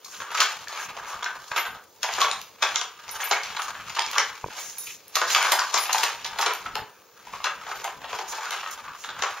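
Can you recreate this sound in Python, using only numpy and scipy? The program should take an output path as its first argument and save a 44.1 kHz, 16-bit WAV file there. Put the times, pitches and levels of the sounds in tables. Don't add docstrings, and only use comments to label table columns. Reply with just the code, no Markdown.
import sys
import numpy as np
from scipy import signal
from scipy.io import wavfile
from scipy.ndimage import uniform_filter1d

SR = 44100
rng = np.random.default_rng(int(sys.argv[2]) if len(sys.argv) > 2 else 0)


def volts_from_db(level):
    exponent = np.asarray(level, float) / 20
    return 10 ** exponent


def output_pcm(signal):
    pcm = np.clip(np.atleast_2d(signal).T, -1, 1) * 32767
    wavfile.write(sys.argv[1], SR, np.round(pcm).astype(np.int16))


N = 414540

# [f/Hz, level/dB per Hz]
HUSH = [(120, -63), (200, -6), (479, 4.5), (677, -3), (890, -4.5), (2060, -18), (6350, -8), (8050, -21),
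        (8820, -56), (11400, -27), (15500, -8.5)]
HUSH_DB = -57
# [start t/s, length/s, rumble level/dB]
GRIPS = [(0.183, 0.056, -57), (.56, .14, -61), (0.853, 0.11, -57), (0.966, 0.094, -57.5),
         (1.142, 0.069, -56), (1.314, 0.12, -61.5), (1.678, 0.1, -55.5), (2.125, 0.18, -56),
         (2.316, 0.12, -57), (3.072, 0.12, -57.5), (3.43, 0.13, -57), (3.64, 0.16, -59.5),
         (3.793, 0.15, -56), (4.064, 0.065, -59), (4.266, 0.078, -58), (4.448, 0.06, -48),
         (6.131, 0.28, -57.5), (6.598, 0.16, -57), (6.727, 0.118, -49.5), (7.265, 0.16, -57),
         (7.55, 0.13, -58.5), (7.751, 0.075, -55), (7.922, 0.24, -57), (8.24, 0.08, -62),
         (8.697, 0.094, -58), (8.82, 0.11, -54), (9.085, 0.13, -55)]
GRIP_EDGE_S, GRIP_REST_DB, GRIP_REST_HZ = 0.012, -67.5, 71
# [f/Hz, level/dB per Hz]
RUMBLE = [(12, -57), (20, -8), (113, -2), (182, -4), (227, -3.5), (280, 3.5), (360, -57), (620, -120)]
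# [t/s, peak level/dB, thud f/Hz, tap level/dB]
BUMPS = [
    (1.514, -39, 137, -65),
    (4.4413, -26, 127, -29.5),
    (4.462, -23, 500, -50),
    (4.484, -32, 470, -44),
]
# [f/Hz, level/dB]
CASE = [(450, 9.5), (950, 19), (1500, 4), (2400, 3)]
# [f/Hz, t60/s]
ROOM = [(250, 0.38), (660, 0.36), (1740, 0.39), (4590, 0.28), (12000, 0.24)]
# [f/Hz, side under mid level/dB]
WIDTH = [(60, -8), (130, -10.5), (290, -4), (640, -11), (1410, -22), (3100, -8), (6820, -0.5), (15000, 0)]
# [f/Hz, level/dB]
NOTCH = [(210, 0), (255, -11), (320, 0), (7400, 0), (7800, -46), (8200, -46), (8500, 0), (15750, 0),
         (15950, -50)]
# [t/s, length/s, level/dB]
SNIFFS = [(0.026, 0.28, -48.5), (0.775, 0.11, -42.5), (1.05, 0.1, -46), (3.14, 0.035, -40.5),
          (3.196, 0.045, -37), (3.598, 0.075, -42), (4.524, 0.25, -40), (4.696, 0.32, -44),
          (5.29, 0.061, -32.5), (8.268, 0.076, -38), (8.697, 0.061, -41), (8.955, 0.15, -47.5)]
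# [t/s, low ring level/dB, middle ring level/dB, high ring level/dB]
TAGS = [(1.5704, -46, -33, -52), (1.6602, -52, -44, -55), (3.1105, -38.5, -39, -52),
        (3.238, -36, -32.5, -40), (3.2887, -44, -58, -56), (3.589, -50, -57, -52), (4.595, -51, -51, -50),
        (4.7831, -33.5, -40, -49), (4.8374, -48, -38, -54), (5.4256, -41, -60, -62),
        (5.7783, -46, -40, -43), (5.7988, -34, -41, -54), (5.828, -51, -37, -57), (6.767, -67, -50, -64),
        (7.7548, -58, -50, -56)]
# [f/Hz, t60/s]
TAG_MODES = [(10450, 0.28), (11974, 0.25), (15240, 0.22)]
# [f/Hz, level under the low ring/dB, t60/s]
TAG_SIDE_MODES = [(3760, -17, 0.4), (8900, -17, 0.25), (13700, -15, 0.25)]
TAG_ROOM_DB = -13
# [f/Hz, level/dB per Hz]
COLOUR = [(120, -110.5), (200, -21.5), (409, -9), (763, -9.5), (986, -1.5), (1740, -17), (6640, -16),
          (7540, -21), (7970, -28), (9230, -26), (11500, -32.5), (14100, -25), (16000, -59)]
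# [f/Hz, width/Hz, level/dB]
SHELL = [(425, 360, 5.5), (737, 41, 6), (863, 190, 16), (882, 42, -30), (1150, 10, -21), (1230, 110, 16),
         (1320, 180, 9.5), (1559, 300, 25)]
# [f/Hz, width/Hz, level/dB]
RIMS = [(2200, 160, 4), (2580, 510, 9), (2780, 200, -6)]
RIM_SWAY = 0.13
# [t/s, lean level/dB per octave]
OPENING = [(0, 74), (.4, 9), (1.0, -2), (1.23, 19), (1.6, 12), (2.0, -7.5), (2.9, 15), (3.3, 3), (3.8, 16),
           (4.0, 6), (4.6, 1), (5.2, 6.5), (6.4, -4), (6.85, -5), (7.5, 10), (7.85, -9.5), (8.6, 4.5),
           (9.2, 15)]
# [fastest moment t/s, length/s, rumble level/dB, dryness level/dB]
SHOVES = [(0.16, 0.3, -55.5, 10), (0.434, 0.23, -28, -2.5), (0.777, 0.23, -33.5, -4.5),
          (1.063, 0.38, -52, -21), (1.11, 0.52, -36, -8.5), (1.482, 0.47, -76, 29.5),
          (2.204, 0.22, -31.5, 3), (2.717, 0.21, -33.5, -4), (3.034, 0.17, -61, -7),
          (3.276, 0.65, -35.5, -3.5), (3.507, 0.27, -40, -3.5), (3.68, 0.15, -39.5, -0.5),
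          (3.899, 0.23, -38.5, -3), (4.167, 0.39, -39, 0.5), (4.582, 0.3, -43, 2.5),
          (4.873, 0.21, -56.5, 12.5), (5.337, 0.21, -33, 10), (5.48, 0.44, -29.5, -1),
          (5.777, 0.21, -24.5, -4), (5.992, 0.23, -30.5, 2.5), (6.46, 0.32, -33.5, -3.5),
          (6.59, 0.37, -55, 1), (6.795, 0.14, -43, -31), (7.348, 0.44, -45, -0.5),
          (7.725, 0.39, -39.5, -2.5), (8.128, 0.32, -37, -5.5), (8.364, 0.3, -54, 15.5),
          (8.543, 0.62, -33.5, -6), (8.996, 0.35, -70, -14), (9.266, 0.37, -33.5, -7)]
SHOVE_RISE, SHOVE_FALL_DB = 0.39, 12
RASP_DB, RASP_PER_DRY, HISS_DB = -2, 0.66, -3.5
# [t/s, peak level/dB, f/Hz]
CLACKS = [(0.22, -30, 1230), (0.35, -27, 1250), (0.418, -20.5, 1530), (0.673, -32.5, 1690),
          (0.799, -32, 1650), (1.261, -22.5, 1530), (1.516, -25, 1200), (1.578, -23.5, 2290),
          (2.045, -25.5, 1010), (2.09, -24.5, 1030), (2.218, -16.5, 1100), (2.245, -17.5, 1106),
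          (2.63, -20, 1170), (2.718, -33.5, 1300), (3.203, -26, 1700), (3.232, -27, 2280),
          (3.25, -36, 1960), (3.33, -21, 2200), (3.37, -29.5, 2200), (3.595, -24.5, 1310),
          (3.751, -33.5, 1600), (3.799, -34.5, 1150), (3.988, -19.5, 830), (4.182, -15.5, 2110),
          (4.504, -38.5, 1540), (4.579, -36, 1770), (5.167, -17.5, 1160), (5.306, -27.5, 2000),
          (5.35, -21, 2250), (5.385, -23.5, 850), (5.436, -22.5, 1160), (5.531, -18, 840),
          (5.589, -19.5, 1420), (5.597, -24, 1010), (5.617, -20.5, 990), (5.768, -21.5, 1070),
          (5.931, -30, 970), (5.946, -17, 890), (5.989, -29, 895), (6.426, -20, 985), (6.506, -22, 1040),
          (6.824, -44, 955), (7.273, -39.5, 920), (7.336, -29, 1090), (7.402, -35, 1110),
          (7.468, -22, 1230), (7.716, -28.5, 1230), (7.767, -45, 1250), (7.878, -28, 1050),
          (8.017, -39.5, 790), (8.043, -33.5, 880), (8.115, -46, 1300), (8.329, -28, 894),
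          (8.384, -32, 840), (8.455, -33, 1470), (8.53, -35, 1220), (8.662, -28.5, 1270),
          (8.88, -32.5, 1180)]
# [t/s, peak level/dB, f/Hz]
MORE_CLACKS = [(0.06, -34, 1120), (0.146, -33.5, 1400), (0.304, -25, 1250), (0.889, -34, 1010),
               (1.226, -16.5, 1140), (2.037, -15.5, 960), (2.186, -23, 915), (2.206, -12, 1200),
               (2.284, -15, 905), (2.329, -20.5, 1190), (2.992, -32, 1610), (3.503, -27, 1110),
               (3.897, -26, 1540), (5.349, -10, 2250), (5.744, -11, 1000), (5.896, -18.5, 918),
               (6.044, -12, 980), (6.089, -19.5, 1120), (6.255, -17.5, 890), (6.479, -16, 974),
               (6.661, -17.5, 1340), (6.756, -17.5, 990), (6.789, -29, 960), (7.699, -22.5, 845),
               (7.836, -27, 895), (7.849, -16, 821), (7.856, -29, 1170), (7.899, -34, 930), (8.425, -33, 886),
               (8.469, -20, 1480), (8.579, -28, 1210), (8.632, -18, 1190), (8.699, -25, 1530),
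               (9.128, -35, 1250), (9.222, -11.5, 1070), (9.244, -14, 1050), (9.269, -18, 1250)]
MORE_CLACK_DB = -10.5
# [t/s, peak level/dB, bright edge level/dB]
CLAWS = [(0.0463, -33, -2), (0.3166, -28, -4), (0.3508, -17, -16), (0.374, -15, -10), (0.3812, -13, -19),
         (0.4041, 1, -18), (0.6836, -19.5, -10), (1.2445, -13, -16), (2.0304, -21, -10), (2.138, -14, -14),
         (2.166, -29, -4), (2.2168, -5, -15), (2.314, -11, -26), (2.4156, -22.5, -3), (2.6287, -4.5, -22),
         (2.6905, -19, -21), (2.759, -3, -24), (2.814, -11.5, -30), (3.0817, -31, -16), (3.093, -19.5, -23),
         (3.1472, -30, -8), (3.2103, -21, -16), (3.3092, -32, -14), (3.4346, -18, -23), (3.46, -24, -19),
         (3.62, -16, -7), (3.8973, -23, -12), (3.9937, -5, -23), (4.0218, -13, -21), (4.064, -16, -23),
         (4.1143, -19.5, -2), (4.1831, -1.5, -17), (4.784, -31.5, 13), (5.0814, -37.5, 10),
         (5.1537, -21, -7), (5.2939, -21, -18), (5.304, -10, -11), (5.349, -1.5, -12), (5.4275, -7, -10),
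         (5.4537, -15, -21), (5.5213, -5.5, -5), (5.5934, -6, -20), (5.777, -8, -19), (5.8383, -15, -18),
         (5.93, -23, -16), (5.983, -6.5, -8), (6.039, -5, -14), (6.2636, -16, -12), (6.3872, -14, -17),
         (6.413, -10, -14), (6.4628, -9.5, -26), (6.5366, -18.5, -2), (6.5508, -23, -10), (6.755, -12, -13),
         (7.3352, -39, -14), (7.443, -10, -18), (8.286, -28, -6), (8.5082, -16, -6), (8.713, -25, 0),
         (9.2225, -18, -16)]
# [t/s, hollow ring level/dB, hardness level/dB, claw edge level/dB]
BLOWS = [(0.351, -25.5, -4, 3), (0.404, -14.5, 2, -2), (1.226, -21, -7.5, -2), (1.562, -16, -4.5, 3),
         (2.031, -24.5, 12.5, -1), (2.205, -25, 6, 7), (2.624, -15, -4, 2), (2.758, -20, -7, -16),
         (2.811, -25.5, -5, -14), (3.311, -13.5, -1, -14), (3.567, -21.5, -5.5, -6), (3.965, -17.5, -14, 2),
         (3.992, -22.5, -22, -13), (4.161, -16, -44, 14), (4.181, -14.5, -2.5, -2), (5.155, -21, 11, 6.5),
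         (5.216, -13.5, -6.5, -12), (5.349, -11.5, -6, -4), (5.519, -15.5, 6.5, 11), (5.741, -19, 9, -1),
         (5.9295, -28.5, 17.5, 7), (6.032, -13, -1, 8.5), (6.388, -16.5, -9, 14), (6.413, -31.5, 13.5, 5),
         (6.462, -16, -5, -8), (6.754, -23.5, -9, 4), (7.443, -18, -4, 2), (7.843, -25, 0, 13.5),
         (8.129, -20.5, -11, -11), (9.223, -15, -1, -12)]
# [t/s, hollow ring level/dB, hardness level/dB]
NUDGES = [(0.047, -73, 42), (0.202, -27.5, -7.5), (0.305, -26.5, -13), (0.376, -22, -3), (0.721, -30.5, -1),
          (0.763, -44, -8), (0.968, -27, -9.5), (1.516, -22, -7.5), (1.653, -25, -7.5), (1.747, -30.5, -15),
          (2.182, -15.5, -28), (3.08, -34, -1), (3.21, -23, -23), (3.436, -35, 8.5), (3.95, -36, 8),
          (4.06, -30, -2), (4.132, -23, -4), (5.894, -19.5, -11), (6.246, -29, 8), (6.663, -30, -5.5),
          (7.335, -34, -6), (7.613, -32.5, -12), (7.666, -28.5, -11), (8.188, -23.5, -5.5),
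          (8.328, -27, -20), (8.453, -28, 0), (8.509, -25.5, -6), (8.526, -24, -10), (9.039, -24, -11),
          (9.089, -25, -8.5)]
WALL_DB = [0, 2, 1.33, -16]
WALL_PER_HARD = [0, 0.51, 0.99, 1.1]


def evened(x):
    return x / np.sqrt(np.mean(x ** 2) + 1e-20)


def read(points, hz):
    f, value = np.transpose(points)
    return np.interp(np.log(hz + 1), np.log(f + 1), value)


def add(mix, s, sound):
    part = mix[..., round(s * SR):][..., :sound.shape[-1]]
    part += sound[..., :part.shape[-1]]


def band(x, lo_hz, hi_hz):
    return signal.sosfilt(signal.butter(3, [lo_hz, hi_hz], "band", fs=SR, output="sos"), x)


def coloured(x, points):
    log_gain = np.log(volts_from_db(read(points, abs(np.fft.fftfreq(8192, 1 / SR)))))
    taps = np.fft.ifft(np.exp(np.conj(signal.hilbert(log_gain)))).real[:4096]
    if x.ndim > 1:
        taps = np.atleast_2d(taps)
    return signal.oaconvolve(x, taps, axes=-1)[..., :x.shape[-1]]


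def ring(x, hz, width):
    r = np.exp(-np.pi * width / SR)
    turn = np.exp(2j * np.pi * np.cumsum(hz * np.ones(len(x))) / SR)
    return 2 * (turn * signal.lfilter([1 - r], [1, -r], x / turn + 1e-18)).real


def swells(s, length, db, rise, fall_db):
    t = np.arange(0, N / SR + .01, .004)[:, None]
    rise, length = np.clip(rise, .1, .9), np.maximum(length, .02)
    away = np.maximum((s - t) / rise, (t - s) / (1 - rise)) / length
    gain = np.sqrt((volts_from_db(db - fall_db * away) ** 2).sum(1))
    return np.interp(np.arange(N) / SR, t[:, 0], gain)


def lean_db(s):
    octaves = np.log2(np.array(SHELL)[:, :1] / 1300)
    return octaves * np.interp(s, *np.transpose(OPENING))


def walls(x):
    return band(x, 360, 1800), band(x, 1800, 3800), band(x, 3800, 7800), band(x, 8300, 16000)


def hollow(x, notes, spread_db, through):
    rings = sum(volts_from_db(db + s) * ring(x, hz, w) for (hz, w, db), s in zip(notes, spread_db))
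    return through * x + evened(rings) * np.std(x)


def quiet_air():
    return volts_from_db(HUSH_DB) * evened(coloured(rng.standard_normal(N), HUSH))


def camera():
    lumps = evened(uniform_filter1d(uniform_filter1d(rng.standard_normal(N), size=1200), size=1200))
    grip = np.zeros(N)
    for s, length, db in GRIPS:
        t = np.arange(0, length + GRIP_EDGE_S, 1 / SR)
        fade = np.clip(np.minimum(t, t[::-1]) / GRIP_EDGE_S, 0, 1)
        add(grip, s - GRIP_EDGE_S / 2, volts_from_db(db) * fade)
    rub, air = coloured(rng.standard_normal((2, N)), RUMBLE)
    hum = evened(band(air, GRIP_REST_HZ, 700) * volts_from_db(2.9 * lumps[::-1]))
    out = grip * evened(rub * volts_from_db(2.1 * lumps)) + volts_from_db(GRIP_REST_DB) * hum
    t = np.arange(round(.1 * SR)) / SR
    for s, peak_db, hz, tap_db in BUMPS:
        thud = volts_from_db(peak_db - 60 * t * hz / 5) * np.sin(2 * np.pi * hz * t)
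        tap = sum(volts_from_db(db - 60 * t / 0.014) * np.sin(2 * np.pi * tap_hz * t) for tap_hz, db in CASE)
        add(out, s, thud + volts_from_db(tap_db) * tap * np.minimum(t / 0.0019, 1))
    return out


def room(x):
    taps = np.zeros((3, SR))
    at = np.arange(300, SR - 20, 20) + rng.integers(0, 20, (3, (SR - 301) // 20))
    np.put_along_axis(taps, at, rng.choice([-1., 1.], at.shape), 1)
    hz, t, z = signal.stft(taps, SR, nperseg=256)
    decay = volts_from_db(-60 * t / read(ROOM, hz)[:, None])
    tails = signal.istft(z * decay, SR, nperseg=256)[1]
    phase = 1.3 * np.arange(N) / SR + np.arange(3)[:, None] / 3
    turn = np.cos(2 * np.pi * phase) * np.sqrt(2 / 3)
    return signal.fftconvolve(x * turn, tails / np.linalg.norm(tails[0]), axes=1)[:, :N].sum(0)


def nose():
    out = np.zeros(N)
    for s, length, db in SNIFFS:
        air = rng.standard_normal(round(length * SR))
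        hiss = ring(air, 6300, 1130) + 0.11 * ring(air, 1800, 1200) + 0.056 * band(air, 7900, 22000)
        add(out, s, volts_from_db(db) * evened(hiss) * signal.windows.tukey(len(air), .7))
    return out


def tags():
    out, t = np.zeros(N), np.arange(SR // 2) / SR
    for s, *levels_db in TAGS:
        modes = [(hz, db, t60) for (hz, t60), db in zip(TAG_MODES, levels_db)]
        modes += [(hz, levels_db[0] + db, t60) for hz, db, t60 in TAG_SIDE_MODES]
        for hz, db, t60 in modes:
            flutter = evened(ring(rng.standard_normal(len(t)), hz, 35))
            tone = 0.57 * np.sin(2 * np.pi * (hz * t + rng.random())) + 0.35 * flutter
            add(out, s, volts_from_db(db + 4.5 - 60 * t / t60) * tone)
    return out


def scrape():
    clumps = evened(uniform_filter1d(rng.standard_normal(N), size=700))
    strength = volts_from_db(4 * np.minimum(rng.exponential(1, N), 3))
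    sizes = strength * (rng.random(N) < 300 / SR)
    part, t, ticks = rng.integers(0, 16, N), np.arange(600) / SR, np.zeros(N)
    for k, hz in enumerate(np.geomspace(600, 5000, num=16)):
        tick = volts_from_db(-60 * t / 0.023) * (np.sin(2 * np.pi * hz * t) + 2.6 * rng.standard_normal(len(t)))
        ticks += signal.oaconvolve(sizes * (part == k), tick)[:N]
    grit = (0.77 * evened(ticks) + rng.standard_normal(N)) * volts_from_db(2.06 * clumps)
    low, *high = walls(coloured(grit, COLOUR))
    steps = np.arange(0, N + 4000, 4000)
    wander = rng.standard_normal((len(steps), len(SHELL))).T
    touch_db = [5 * np.interp(np.arange(N), steps, r) for r in wander]
    rims = [(hz * volts_from_db(RIM_SWAY * sway_db), w, db) for (hz, w, db), sway_db in zip(RIMS, touch_db[3:])]
    high[0] = hollow(high[0], rims, touch_db[::-1], 0.94)
    low = hollow(low, SHELL, touch_db + lean_db(np.arange(N) / SR), 0.043)
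    s, length, db, dry_db = np.transpose(SHOVES)
    levels_db = db, db + RASP_DB + RASP_PER_DRY * dry_db, db + HISS_DB + dry_db
    rumble, rasp, hiss = (swells(s, length, level_db, SHOVE_RISE, SHOVE_FALL_DB) for level_db in levels_db)
    fizz = volts_from_db(-14.0) * hiss + volts_from_db(-71.0)
    return sum(gain * evened(p) for gain, p in zip([rumble, rasp, hiss, fizz], [low] + high))


def rebounds():
    out, t = np.zeros(N), np.arange(round(.08 * SR)) / SR
    more_clacks = [(s, db + MORE_CLACK_DB, hz) for s, db, hz in MORE_CLACKS]
    for s, peak_db, hz in CLACKS + more_clacks:
        blow = rng.standard_normal(len(t)) * np.minimum(t / 0.002, 1) * volts_from_db(-60 * t / 0.043)
        push = band(blow, 588, 2860)
        clack = .5 * push + 2.07 * ring(push, hz, 175)
        add(out, s - .002, volts_from_db(peak_db + 6.0) * clack / abs(clack).max())
    for s, peak_db, edge_db in CLAWS:
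        tick = rng.standard_normal(len(t)) * volts_from_db(-60 * t / 0.008)
        snap, edge = band(tick, 1900, 6500), band(tick, 5950, 15000)
        both = snap / abs(snap).max() + volts_from_db(edge_db) * edge / abs(edge).max()
        add(out, s - .0005, volts_from_db(peak_db - 2.5) * both)
    return out


def knocks():
    t = np.arange(round(.16 * SR)) / SR
    rows = BLOWS + [(*row, 0) for row in NUDGES]
    size = (len(rows), len(t))
    noise = rng.standard_normal(size)
    strength = np.minimum(rng.exponential(1, size), 1.6)
    hits = (rng.random(size) < 300 / SR) * strength
    contacts = signal.lfilter([1], [1, -np.exp(-1 / (0.0011 * SR))], hits)
    crack = volts_from_db(-60 * t / .018)
    shape = crack + (0.37 + 1.34 * contacts) * volts_from_db(2.0 - 60 * t / 0.088)
    shape *= np.minimum(t / 0.0017, 1) * np.cos(np.pi / 2 * t / t[-1])
    out, where = np.zeros(N), rng.standard_normal((len(rows), len(SHELL)))
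    ranges = walls(coloured(noise * shape, COLOUR))
    for (s, ring_db, hard_db, edge_db), spot, low, *high in zip(rows, where, *ranges):
        filling = np.minimum(0.5 + t / 0.038, 1)
        low = hollow(low * filling, SHELL, 2.6 * spot + lean_db(s)[:, 0], 0.11)
        levels_db = ring_db + np.array(WALL_DB) + hard_db * np.array(WALL_PER_HARD) + [0, 0, 0, edge_db]
        add(out, s - .0015, sum(volts_from_db(db) * p / abs(p).max() for p, db in zip([low] + high, levels_db)))
    return out


def port_pair(mid):
    hz, _, z = signal.stft(mid, SR, nperseg=512, noverlap=384)
    drift = rng.standard_normal((*z.shape[::-1], 2)).T
    drift = uniform_filter1d(uniform_filter1d(drift, size=6, axis=1), size=12, axis=2)
    turn = np.exp(1j * np.angle(drift[0] + 1j * drift[1]))
    side_z = z * turn * volts_from_db(read(WIDTH, hz))[:, None]
    side = signal.istft(side_z, SR, nperseg=512, noverlap=384)[1][:N]
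    return np.array([mid + side, mid - side]) * volts_from_db(np.array([[.45], [-.45]]))


def scene():
    background = quiet_air() + camera()
    slide, metal = nose() + scrape(), tags()
    toy = rebounds() + knocks()
    echoes = room(volts_from_db(-2.5) * toy + volts_from_db(-18.0) * slide + volts_from_db(TAG_ROOM_DB) * metal)
    return port_pair(background + echoes + slide + metal + toy)


def starved(x):
    lead = rng.standard_normal(1000) * np.linspace(0, 1, 1000) ** 1.5
    x = x + volts_from_db(-17) * signal.oaconvolve(x, lead[None] / np.linalg.norm(lead), axes=1)[:, -N:]
    hz, _, z = signal.stft(x, SR, nperseg=1024)
    power = (abs(z) ** 2).sum(0)
    power = uniform_filter1d(uniform_filter1d(power, size=10, axis=0), size=2, axis=1)
    weak = power < volts_from_db(2 * -5.2) * power[hz > 8600][:160].mean(0)
    treble = (abs(hz - 11600) < 2000)[:, None]
    return signal.istft(z * ~(weak & treble), SR, nperseg=1024)[1][:, :N]


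def roll_off(x):
    return signal.sosfilt(signal.butter(12, 16660, fs=SR, output="sos"), x)


def record(dry):
    rounded = np.tanh(1.198 * dry) / 1.18
    mix = starved(coloured(rounded, NOTCH))
    return roll_off(mix)


dry = scene()
out = record(dry)
output_pcm(out)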